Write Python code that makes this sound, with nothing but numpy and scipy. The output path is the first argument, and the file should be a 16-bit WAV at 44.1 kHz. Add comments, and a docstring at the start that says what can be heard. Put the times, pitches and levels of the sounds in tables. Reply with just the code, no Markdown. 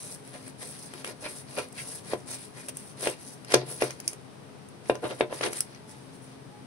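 """A small kitchen: a knife saws in short strokes over the sugared crumb crust of a tart on a tray.
The edge hisses on sugar, crumbs grind and snap, and lumps jolt the blade so that tart and tray thud.
The steel rings faintly with the shocks and sings for a moment here and there as it drags.
Underneath lie a low appliance hum and room noise; near the end a faint, far tone sounds twice."""
import sys
import numpy as np
from scipy import signal
from scipy.io import wavfile

SR = 44100
rng = np.random.default_rng(int(sys.argv[2]) if len(sys.argv) > 2 else 0)


def bounce(signal):
    """Save signal as a 16-bit WAV file at the path given by the first command-line argument."""
    frames = np.transpose(np.atleast_2d(signal))
    limited = np.clip(frames, -1, 1)
    pcm = np.round(limited * 32767).astype(np.int16)
    wavfile.write(sys.argv[1], SR, pcm)


N = 293706

# The blade saws to and fro. 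Each row: start in seconds, length in seconds, opening hiss in dB,
# closing hiss in dB, grinding in dB.
STROKES = [(-0.03, 0.21, -42, -45, -55.5), (0.214, 0.31, -59, -51.5, -60),
           (0.568, 0.34, -44.5, -53.5, -57.5), (0.856, 0.19, -57, -47.5, -53),
           (1.03, 0.12, -37, -50, -50.5), (1.187, .26, -39.5, -49.5, -53.5),
           (1.456, 0.22, -54.5, -42.5, -50), (1.724, 0.3, -44.5, -39, -55.5), (2.023, 0.13, -53, -39, -51),
           (2.152, 0.089, -51, -56, -64), (2.252, 0.25, -38, -51, -54), (2.516, 0.19, -51.5, -55, -60.5),
           (2.733, 0.22, -45, -51.5, -61.5), (2.951, 0.21, -50, -37.5, -48), (3.171, 0.2, -50, -44.5, -63),
           (3.457, 0.2, -49, -51, -47), (3.633, 0.19, -44.5, -44.5, -53), (3.808, 0.19, -26, -70, -51),
           (4.015, 0.15, -49, -51.5, -57), (4.812, 0.12, -70, -42, -57.5), (5.005, 0.2, -51.5, -52, -59.5),
           (5.305, 0.19, -45, -35, -50.5), (5.491, 0.21, -36.5, -63, -61), (5.64, 0.17, -74, -75, -61.5),
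           (5.856, 0.3, -49.5, -67.5, -65), (6.11, 0.1, -52, -62, -69), (6.196, 0.18, -59, -52, -64)]
# The blade ploughs through a heap of crumbs. Each row: peak time in seconds, length in seconds,
# then hiss, crushing and rumble in dB.
CRUNCHES = [(0.349, 0.038, -47, -52, -47), (0.625, 0.023, -44, -46, -49), (1.08, 0.073, -50, -62, -47.5),
            (1.257, 0.026, -59, -42.5, -70), (1.587, 0.028, -34, -45, -32.5), (1.791, 0.051, -66, -44, -63),
            (2.126, 0.042, -44, -46, -42.5), (2.336, 0.048, -36, -55, -59),
            (2.588, 0.06, -45.5, -54.5, -48.5), (2.691, 0.016, -37, -48, -46.5),
            (3.032, 0.022, -29.5, -38.5, -41.5), (3.061, 0.046, -32.5, -39, -38),
            (3.518, 0.025, -36, -41, -45), (3.543, 0.01, -19.5, -20.5, -24), (3.695, 0.054, -53, -56, -52),
            (3.817, 0.023, -35, -35.5, -42), (4.952, 0.033, -54, -57, -38), (5.051, 0.043, -58, -47, -30),
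            (5.109, 0.037, -48, -47.5, -37), (5.204, 0.038, -45, -45, -45.5), (5.323, 0.045, -56, -49, -38),
            (5.452, 0.073, -39.5, -39, -33.5), (5.57, 0.045, -30.5, -46, -72)]
# The blade catches a lump. Each row: time in seconds, thud drive in dB, rebound in dB against the thud,
# then crack, snap and tick in dB.
CATCHES = [(.159, -50, -12, -51, -57, -40), (0.249, -57, -14, -60, -64, -46),
           (0.274, -43, -12, -55, -66, -36), (0.478, -35, -12, -47.5, -63, -34),
           (0.6649, -45, -10, -61, -65, -43), (0.709, -48, -10, -66, -56, -32),
           (0.936, -33.5, -6, -39.5, -60, -32), (1.0447, -27.5, -12, -30.5, -35, -26),
           (1.0733, -26.5, -9.5, -35.5, -37, -32), (1.5727, -23, -26, -33.5, -52, -29),
           (1.585, -15, -16, -29.5, -46, -40), (1.606, -32, -14, -53, -46, -45),
           (1.684, -56, -10, -62, -61, -39), (1.721, -45, -14, -57, -48, -46),
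           (1.725, -60, -12, -64, -60, -32), (2.046, -43, -12, -55, -48, -46),
           (2.1344, -7.5, -18.5, -32.5, -37, -49), (2.203, -42, -12, -60, -49, -48),
           (2.6836, -38, -6, -38, -36, -25), (2.7683, -53, -12, -45.5, -57, -21),
           (3.007, -31.5, -10, -39, -39, -27), (3.0709, -7.5, -16, -23.5, -27, -28),
           (3.0967, -21.5, -10, -55, -36, -23.5), (3.4457, -44, -16, -46, -41, -34.5),
           (3.502, -29, -15, -38, -38, -40), (3.5202, -22.5, -5, -25, -23, -26),
           (3.5416, 2, -13.5, -18, -8, -16), (3.578, -22.5, -9, -38, -50, -50),
           (3.619, -21, -9.5, -59, -55, -55), (3.821, -4.5, -12.5, -21.5, -26, -27),
           (3.867, -31, -16, -50, -50, -50), (3.879, -50, -12, -55, -42, -42),
           (3.905, -36, -12, -34.5, -28.5, -30), (3.9993, -36, -12, -42, -32, -27.5),
           (4.053, -45, -12, -55, -55, -46), (4.076, -37, -9, -37, -17, -10),
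           (4.13, -32, -14, -45, -41, -27), (4.685, -58, -12, -68, -63, -37),
           (4.8564, -59, -12, -47, -51, -57), (4.8974, -0.5, -20, -22, -62, -32),
           (4.923, -20, -13, -53, -60, -62), (4.952, -45, -12, -37.5, -34.5, -42),
           (5.0409, -14.5, -17, -40, -63, -54), (5.053, -18.5, -12, -36, -47, -55),
           (5.069, -30, -20, -47, -55, -55), (5.1086, -36, -12, -34, -55, -45),
           (5.208, -3, -16, -18.5, -55, -53), (5.235, -19, -9, -42, -60, -60),
           (5.326, -18, -21, -37.5, -55, -53.5), (5.41, -14, -19, -25.5, -28, -30),
           (5.431, -23.5, -7, -24, -36, -35), (5.436, -28, -10, -26, -22.5, -44),
           (5.46, -19, -10, -29, -31, -45), (5.516, -38, -10, -57, -45, -40),
           (5.5295, -28, -19, -35, -28.5, -22), (5.565, -54, -12, -64, -35, -30),
           (5.604, -57, 0, -35, -20.5, -10), (5.746, -48, -23, -53, -43.5, -57),
           (5.892, -87, -12, -62, -47, -43)]
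# Crack, snap and tick of a crumb. Each row: low and high edge in Hz, delay and t60 in seconds.
BREAK_BANDS = [(1050, 3600, .0005, .022), (5000, 7000, .002, .012), (7600, 13500, .002, .009)]
# The colour of the edge on sugar. Each row: frequency in Hz, relative spectral level in dB.
HISS_COLOUR = [(3530, -5.5), (5900, 3), (6400, 3), (7200, 4), (7900, 3.5), (8600, 9), (9800, 7),
               (10300, 10.5), (10800, 9), (11300, 2), (14700, -35), (22000, -120)]
# The colour of grinding crumbs. Each row: frequency in Hz, relative spectral level in dB.
GRIND_COLOUR = [(530, -28), (900, 4), (1630, 0.5), (1740, 6.5), (2290, 2.5), (2990, 1), (5550, 8),
                (7000, -83), (9100, -59), (15400, -120)]
# The resonances of tart and tray. Each row: pitch in Hz, relative level in dB, t60 in seconds.
TRAY_MODES = [(130.4, -6, 0.35), (345, -14, 0.22), (362, -16, 0.2), (422, -14, 0.25), (448.5, -19, 0.2),
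              (500.5, -18.5, 0.23), (553, -33, 0.15), (600, -12, 0.2), (712, -19, 0.15), (872, -14, 0.11),
              (1005, -13, 0.09), (1200, -18, .08), (1390, -15.5, 0.054)]
# The resonances of the steel. Each row: pitch in Hz, relative level in dB, t60 in seconds.
BLADE_MODES = [(1000, -8, 0.02), (1400, -10, 0.015), (1680, -7, 0.018), (2224, -4, .022), (2455, -2, 0.017),
               (2790, -3, 0.022), (3222, -5, 0.016), (3810, -5, 0.013), (4285, -7, 0.015),
               (5280, -12, 0.012)]
# The dragged blade sings. Each row: peak time in seconds, length in seconds, pitch in Hz, level in dB.
BLADE_NOTES = [(.75, .2, 10800, -55), (1.33, .2, 10600, -52), (1.26, .035, 1000, -46),
               (1.26, .035, 1680, -45), (1.26, .05, 2450, -43), (1.254, .025, 4100, -46),
               (1.59, .027, 1300, -41), (1.798, .04, 2200, -44), (1.79, .03, 2650, -47),
               (5.055, .04, 1050, -42), (5.055, .036, 2760, -46), (5.055, .04, 3870, -47),
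               (5.33, .03, 1000, -44), (5.45, .05, 1840, -41), (5.585, .022, 8300, -39)]
# The appliance's wavering hum. Each row: pitch in Hz, bandwidth in Hz, level in dB.
HUM_BANDS = [(130.4, 2, -61), (208.3, 15, -59), (263.5, 4.2, -57.5), (420.8, 15, -62)]
# A distant tone. Each row: start in seconds, length in seconds, pitch in Hz, level in dB.
FAR_TONES = [(5.81, 0.18, 868, -58), (6.51, 0.12, 832, -52.5)]
# The colour of the room noise. Each row: frequency in Hz, relative spectral level in dB.
ROOM_COLOUR = [(15, -74), (25, -86), (81, -9.5), (136, 7), (180, -1.5), (215, 12.5), (232, -23),
               (264, -1.5), (452, -4), (836, -8), (1510, -14.5), (7380, -26), (9780, -22.5), (11400, -30.5),
               (14800, -78), (22000, -120)]
# Stereo width of the noise beds. Each row: frequency in Hz, left-right likeness (1 is mono).
STEREO_LIKENESS = [(60, 0.26), (180, 0.53), (550, 0.077), (1650, -0.0), (4970, 0), (15000, 0)]
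# Stereo balance of the noise beds. Each row: frequency in Hz, left over right in dB.
STEREO_LEAN = [(60, 8.5), (240, 4.5), (950, 3.5), (3770, 1), (15000, 2.5)]

THUD_HZ, THUD_T60_S = 533, 0.0083
REBOUND_HZ, REBOUND_T60_S = 378, 0.053   # the whole tray bounces, deeper than the first thud
TRAY_CUT_HZ = 310   # too small a body to send out deep bass
RIGHT_LAG = 11   # samples: the knife is nearer the left
SIDE = np.array([[1], [-1]])   # adds on the left, subtracts on the right


def knife_strokes():
    """Sugar hisses and crumbs grind straight into the air; the dragging force shakes the tray."""
    hiss_level, grind_level, rumble_level, crush_level = stroke_envelopes()
    sugar = coloured(grains(5000, spread_db=2, clump_db=1.5), HISS_COLOUR, flicker_db=1.8, per_octave=8)
    crumbs = coloured(grains(4000, spread_db=1.6, clump_db=1.5), GRIND_COLOUR, flicker_db=1.5)
    mid, side = grains(2000, spread_db=2, clump_db=2)[0]
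    drag = band(mid + 0.43 * side * SIDE, TRAY_CUT_HZ, 2000)
    force = rumble_level * drag
    rumble = ring(force, THUD_HZ, THUD_T60_S) + 0.25 * tray_ring(force)
    rumble /= np.std(ring(drag, THUD_HZ, THUD_T60_S))
    heap = rms_one(band(crumbs, 1210, 4300) + crumbs)   # a heap crushes duller than the crust grinds
    return hiss_level * sugar + grind_level * crumbs + crush_level * heap + rumble


def stroke_envelopes(attack_s=0.044, release_s=0.046, settle_s=0.1, rise_share=0.46):
    """Hiss, grind, rumble and crush levels: strokes swell, slide and let go; crunches ride on top."""
    hiss, grind, rumble, crush = range(4)
    t, power = np.arange(N) / SR, np.zeros((4, N))
    for start, length, first_db, last_db, grind_db in STROKES:
        span = slice(max(round(start * SR), 0), round((start + length) * SR))
        age = t[span] - start
        hiss_db = first_db + (last_db - first_db) * age / length
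        crumb_db = grind_db + 0.8 * (hiss_db - (first_db + last_db) / 2)   # follows the hiss's slope
        ramp = np.clip(np.minimum(age / attack_s, (length - age) / release_s), 0, 1)
        contact = np.sin(np.pi / 2 * ramp) ** 2
        power[[hiss, grind, rumble], span] += (contact * from_db([hiss_db, crumb_db, crumb_db - 6])) ** 2
    power[hiss] *= from_db(-3 * drift(5.6)) ** 2   # uneven contact
    power[rumble] *= from_db(-3.5 * drift(6.4)) ** 2
    fade = np.exp(-1 / (settle_s * SR))
    trickle = signal.lfilter([1 - fade], [1, -fade], power[[hiss, grind]])   # loosened sugar runs on
    power[[hiss, grind]] += from_db(-13.5) ** 2 * trickle
    for peak, length, *levels_db in CRUNCHES:
        span = slice(round((peak - .12) * SR), round((peak + .18) * SR))
        slope_s = length * np.where(t[span] < peak, rise_share, 1 - rise_share)
        swell = np.exp(-((t[span] - peak) / slope_s) ** 2)
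        power[[hiss, crush, rumble], span] += np.outer(from_db(levels_db), swell) ** 2
    return np.sqrt(power)


def grains(per_s, spread_db, clump_db):
    """Tiny fractures in random clumps, each a short noise burst; gives two mid-side pairs."""
    fractures = rng.random(N) < per_s / SR
    size_db = spread_db * np.minimum(rng.exponential(1, N), 4) + clump_db * drift(25)
    bursts = signal.lfilter([1], [1, -.93], fractures * from_db(size_db))
    return bursts * rng.standard_normal((2, 2, N))


def lump_thuds(lead_s=0.0006, rebound_s=0.0122):
    """Just before a lump breaks, tart and tray thud; they rebound once and the worktop jolts deeply."""
    times, thud_db, rebound_db = np.transpose(CATCHES)[:3]
    at = (times * SR).astype(int)
    force = from_db(thud_db) * pan(left_db=1.7)
    push, rebound = np.zeros((2, 2, N))
    push[:, at - round(lead_s * SR)] = -force
    rebound[:, at + round((rebound_s - lead_s) * SR)] = from_db(rebound_db) * force
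    worktop = from_db(7.5) * band(push + 1e-18, 25, 87.5)
    cushion = 0.66 / 16 * rms_one(np.hanning(36))   # the crust gives for about a millisecond
    softened = signal.lfilter(cushion, [1], np.array([push, rebound]) + 1e-18)
    push, rebound = band(softened, TRAY_CUT_HZ, 4600)
    thuds = ring(push, THUD_HZ, THUD_T60_S) + ring(rebound, REBOUND_HZ, REBOUND_T60_S)
    tail = tray_ring(0.28 * push + 2 * rebound)   # the tray rings little until it rebounds
    return worktop + band(thuds, 214, 4000) + from_db(-10.5) * tail


def crumb_breaks():
    """Each lump breaks in three quick bursts of noise: a crack, a brighter snap and a tick on top."""
    times, _, _, *bursts_db = np.transpose(CATCHES)
    at, out = (times * SR).astype(int), 0
    for (low, high, delay, t60), level_db in zip(BREAK_BANDS, bursts_db):
        onsets = np.zeros((2, N))
        onsets[:, at + round(delay * SR)] = from_db(level_db) * pan(left_db=0.5)
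        decay = signal.lfilter([1], [1, -from_db(-60 / (t60 * SR))], onsets + 1e-18)
        envelope = signal.lfilter([.1], [1, -.9], decay)   # rounds the attack, well under a millisecond
        shared, *each_side = rng.standard_normal((3, N))
        noise = from_left(shared, RIGHT_LAG) + 1.86 * np.array(each_side)
        out += envelope * rms_one(band(band(noise, low, high), low / 1.2, high * 1.05))
    return out


def tray_ring(force):
    """Every mode of tart and tray answers each push with a strength of its own."""
    return sum(from_db(db) * ring(force * from_db(1.8 * drift(20)), hz, t60)
               for hz, db, t60 in TRAY_MODES)


def blade_ring(knife):
    """Shocks set the steel ringing briefly; which modes speak changes with grip and angle."""
    shocks = band(knife[0], 1360, 9100)
    steel = sum(from_db(db) * ring(shocks * from_db(3.5 * drift(6)), hz, t60)
                for hz, db, t60 in BLADE_MODES)
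    return from_db(-35) * from_left(steel, RIGHT_LAG)


def blade_song():
    """Friction noise through one narrow steel resonance per note, swelling and fading."""
    notes = np.zeros(N)
    for peak, length, hz, db in BLADE_NOTES:
        first, last = max(round((peak - length) * SR), 0), round((peak + length) * SR)
        friction = rng.standard_normal(SR)[:last - first]
        from_peak_s = np.arange(first, last) / SR - peak
        swell = np.exp(-(1.08 * from_peak_s / (length / 2)) ** 2)
        notes[first:last] += from_db(db) * swell * rms_one(ring(friction, hz, t60=.012))
    return from_left(notes, lag_samples=4)


def kitchen_echoes(sound, t60=0.13, wall_cut_hz=5400):
    """Dense, short echoes dulled by the walls; alike on both sides in the bass only."""
    t = np.arange(SR // 3) / SR
    mid, side = rng.standard_normal((2, len(t))) * from_db(-60 * t / t60) * (t > .003)
    echoes = mid + signal.lfilter(*signal.butter(1, 500, "high", fs=SR), side) * SIDE
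    echoes = signal.lfilter(*signal.butter(1, wall_cut_hz, fs=SR), echoes)
    return signal.fftconvolve(sound, rms_one(echoes) / np.sqrt(len(t)), axes=1)[:, :N]


def appliance_hum():
    """An appliance drones to the left: narrow bands of noise that waver like unsteady tones."""
    out = 0
    for hz, width, db in HUM_BANDS:
        mid, side = ring(rng.standard_normal((2, N)), hz, t60=3.9 / width)
        out += from_db(db) * rms_one(mid + 0.58 * side * SIDE) * pan(left_db=4)
    return out


def far_tones():
    """A faint, pure tone swells and fades far off."""
    t, out = np.arange(N) / SR, 0
    for start, length, hz, db in FAR_TONES:
        swell = np.sin(np.pi * np.clip((t - start) / length, 0, 1)) ** .5
        out += from_db(db) * swell * np.sin(2 * np.pi * hz * t)
    return out


def room_noise():
    """A steady, dark bed of noise under everything."""
    return from_db(-48) * coloured(rng.standard_normal((2, 2, N)), ROOM_COLOUR, flicker_db=-0.08)


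def coloured(pairs, colour, flicker_db, per_octave=3):
    """Two mid-side pairs shaped band by band in level, flicker, width and balance; rms 1."""
    low_hz, high_hz = max(colour[0][0], 25), min(colour[-1][0], 12500)
    edges = np.geomspace(low_hz, high_hz, 1 + round(per_octave * np.log2(high_hz / low_hz)))
    out = 0
    for k, (low, high) in enumerate(zip(edges, edges[1:])):
        mid, side = band(pairs[k % 2], low, high)
        hz = np.sqrt(low * high)
        alike = at_hz(STEREO_LIKENESS, hz)
        stereo = np.sqrt(1 + alike) * mid + np.sqrt(1 - alike) * side * SIDE
        gain = from_db(at_hz(colour, hz) + flicker_db * drift(7))
        out += gain * pan(at_hz(STEREO_LEAN, hz)) * stereo
    return rms_one(out)


def drift(rate_hz):
    """A slow random wander: noise twice through a one-pole low-pass; rms 1."""
    pole = np.exp(-80 * np.pi * rate_hz / SR)
    slow = signal.lfilter([1], [1, -2 * pole, pole * pole], rng.standard_normal(N // 40 + 2002))[2000:]
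    return np.interp(np.arange(N) / 40, np.arange(len(slow)), rms_one(slow))


def ring(x, hz, t60):
    """One resonance: a unit click sets a sine of height 1 ringing down."""
    pole, angle = from_db(-60 / (t60 * SR)), 2 * np.pi * hz / SR
    return signal.lfilter([0, np.sin(angle)], [1, -2 * pole * np.cos(angle), pole * pole], x + 1e-18)


def band(x, low_hz, high_hz):
    return signal.sosfilt(signal.butter(2, [low_hz, high_hz], "band", fs=SR, output="sos"), x)


def from_left(x, lag_samples):
    return np.array([x, np.roll(x, lag_samples)])


def pan(left_db):
    return from_db(left_db / 2 * SIDE)


def at_hz(curve, hz):
    frequencies, values = np.transpose(curve)
    return np.interp(np.log(hz), np.log(frequencies), values)


def from_db(db):
    return 10 ** (np.asarray(db) / 20)


def rms_one(x):
    return x / np.sqrt(np.mean(x ** 2) + 1e-20)


def scene():
    """The knife up front, a touch of kitchen around it, the quiet background below."""
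    knife = knife_strokes() + lump_thuds() + crumb_breaks()
    knife = knife + blade_ring(knife) + blade_song()
    return knife + from_db(-11.5) * kitchen_echoes(knife) + room_noise() + appliance_hum() + far_tones()


def record(dry, dip_hz=7170, dip_width_hz=2600, edge_hz=11305, whistle_hz=15570, cutoff_hz=16400):
    """The sound dips near 7 kHz and drops past a treble edge, save one narrow band and a faint hiss;
    peaks clip."""
    dipped = dry - 0.44 * band(dry, dip_hz - dip_width_hz / 2, dip_hz + dip_width_hz / 2)
    body = signal.sosfilt(signal.ellip(6, .5, 30, edge_hz, fs=SR, output="sos"), dipped)
    spill = np.abs(band(dipped, 7000, 11300)) * rng.standard_normal(dry.shape)   # follows the treble
    narrow_hz = whistle_hz - 220, whistle_hz + 220
    whistle = from_db(11) * band(band(spill, *narrow_hz), *narrow_hz)
    faint_top_hiss = from_db(-73) * band(rng.standard_normal(dry.shape), edge_hz, 15000)
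    clipped = np.clip(body + whistle + faint_top_hiss, -.97, .97)
    return signal.sosfilt(signal.cheby2(12, 70, cutoff_hz, fs=SR, output="sos"), clipped)


dry = scene()
out = record(dry)
bounce(out)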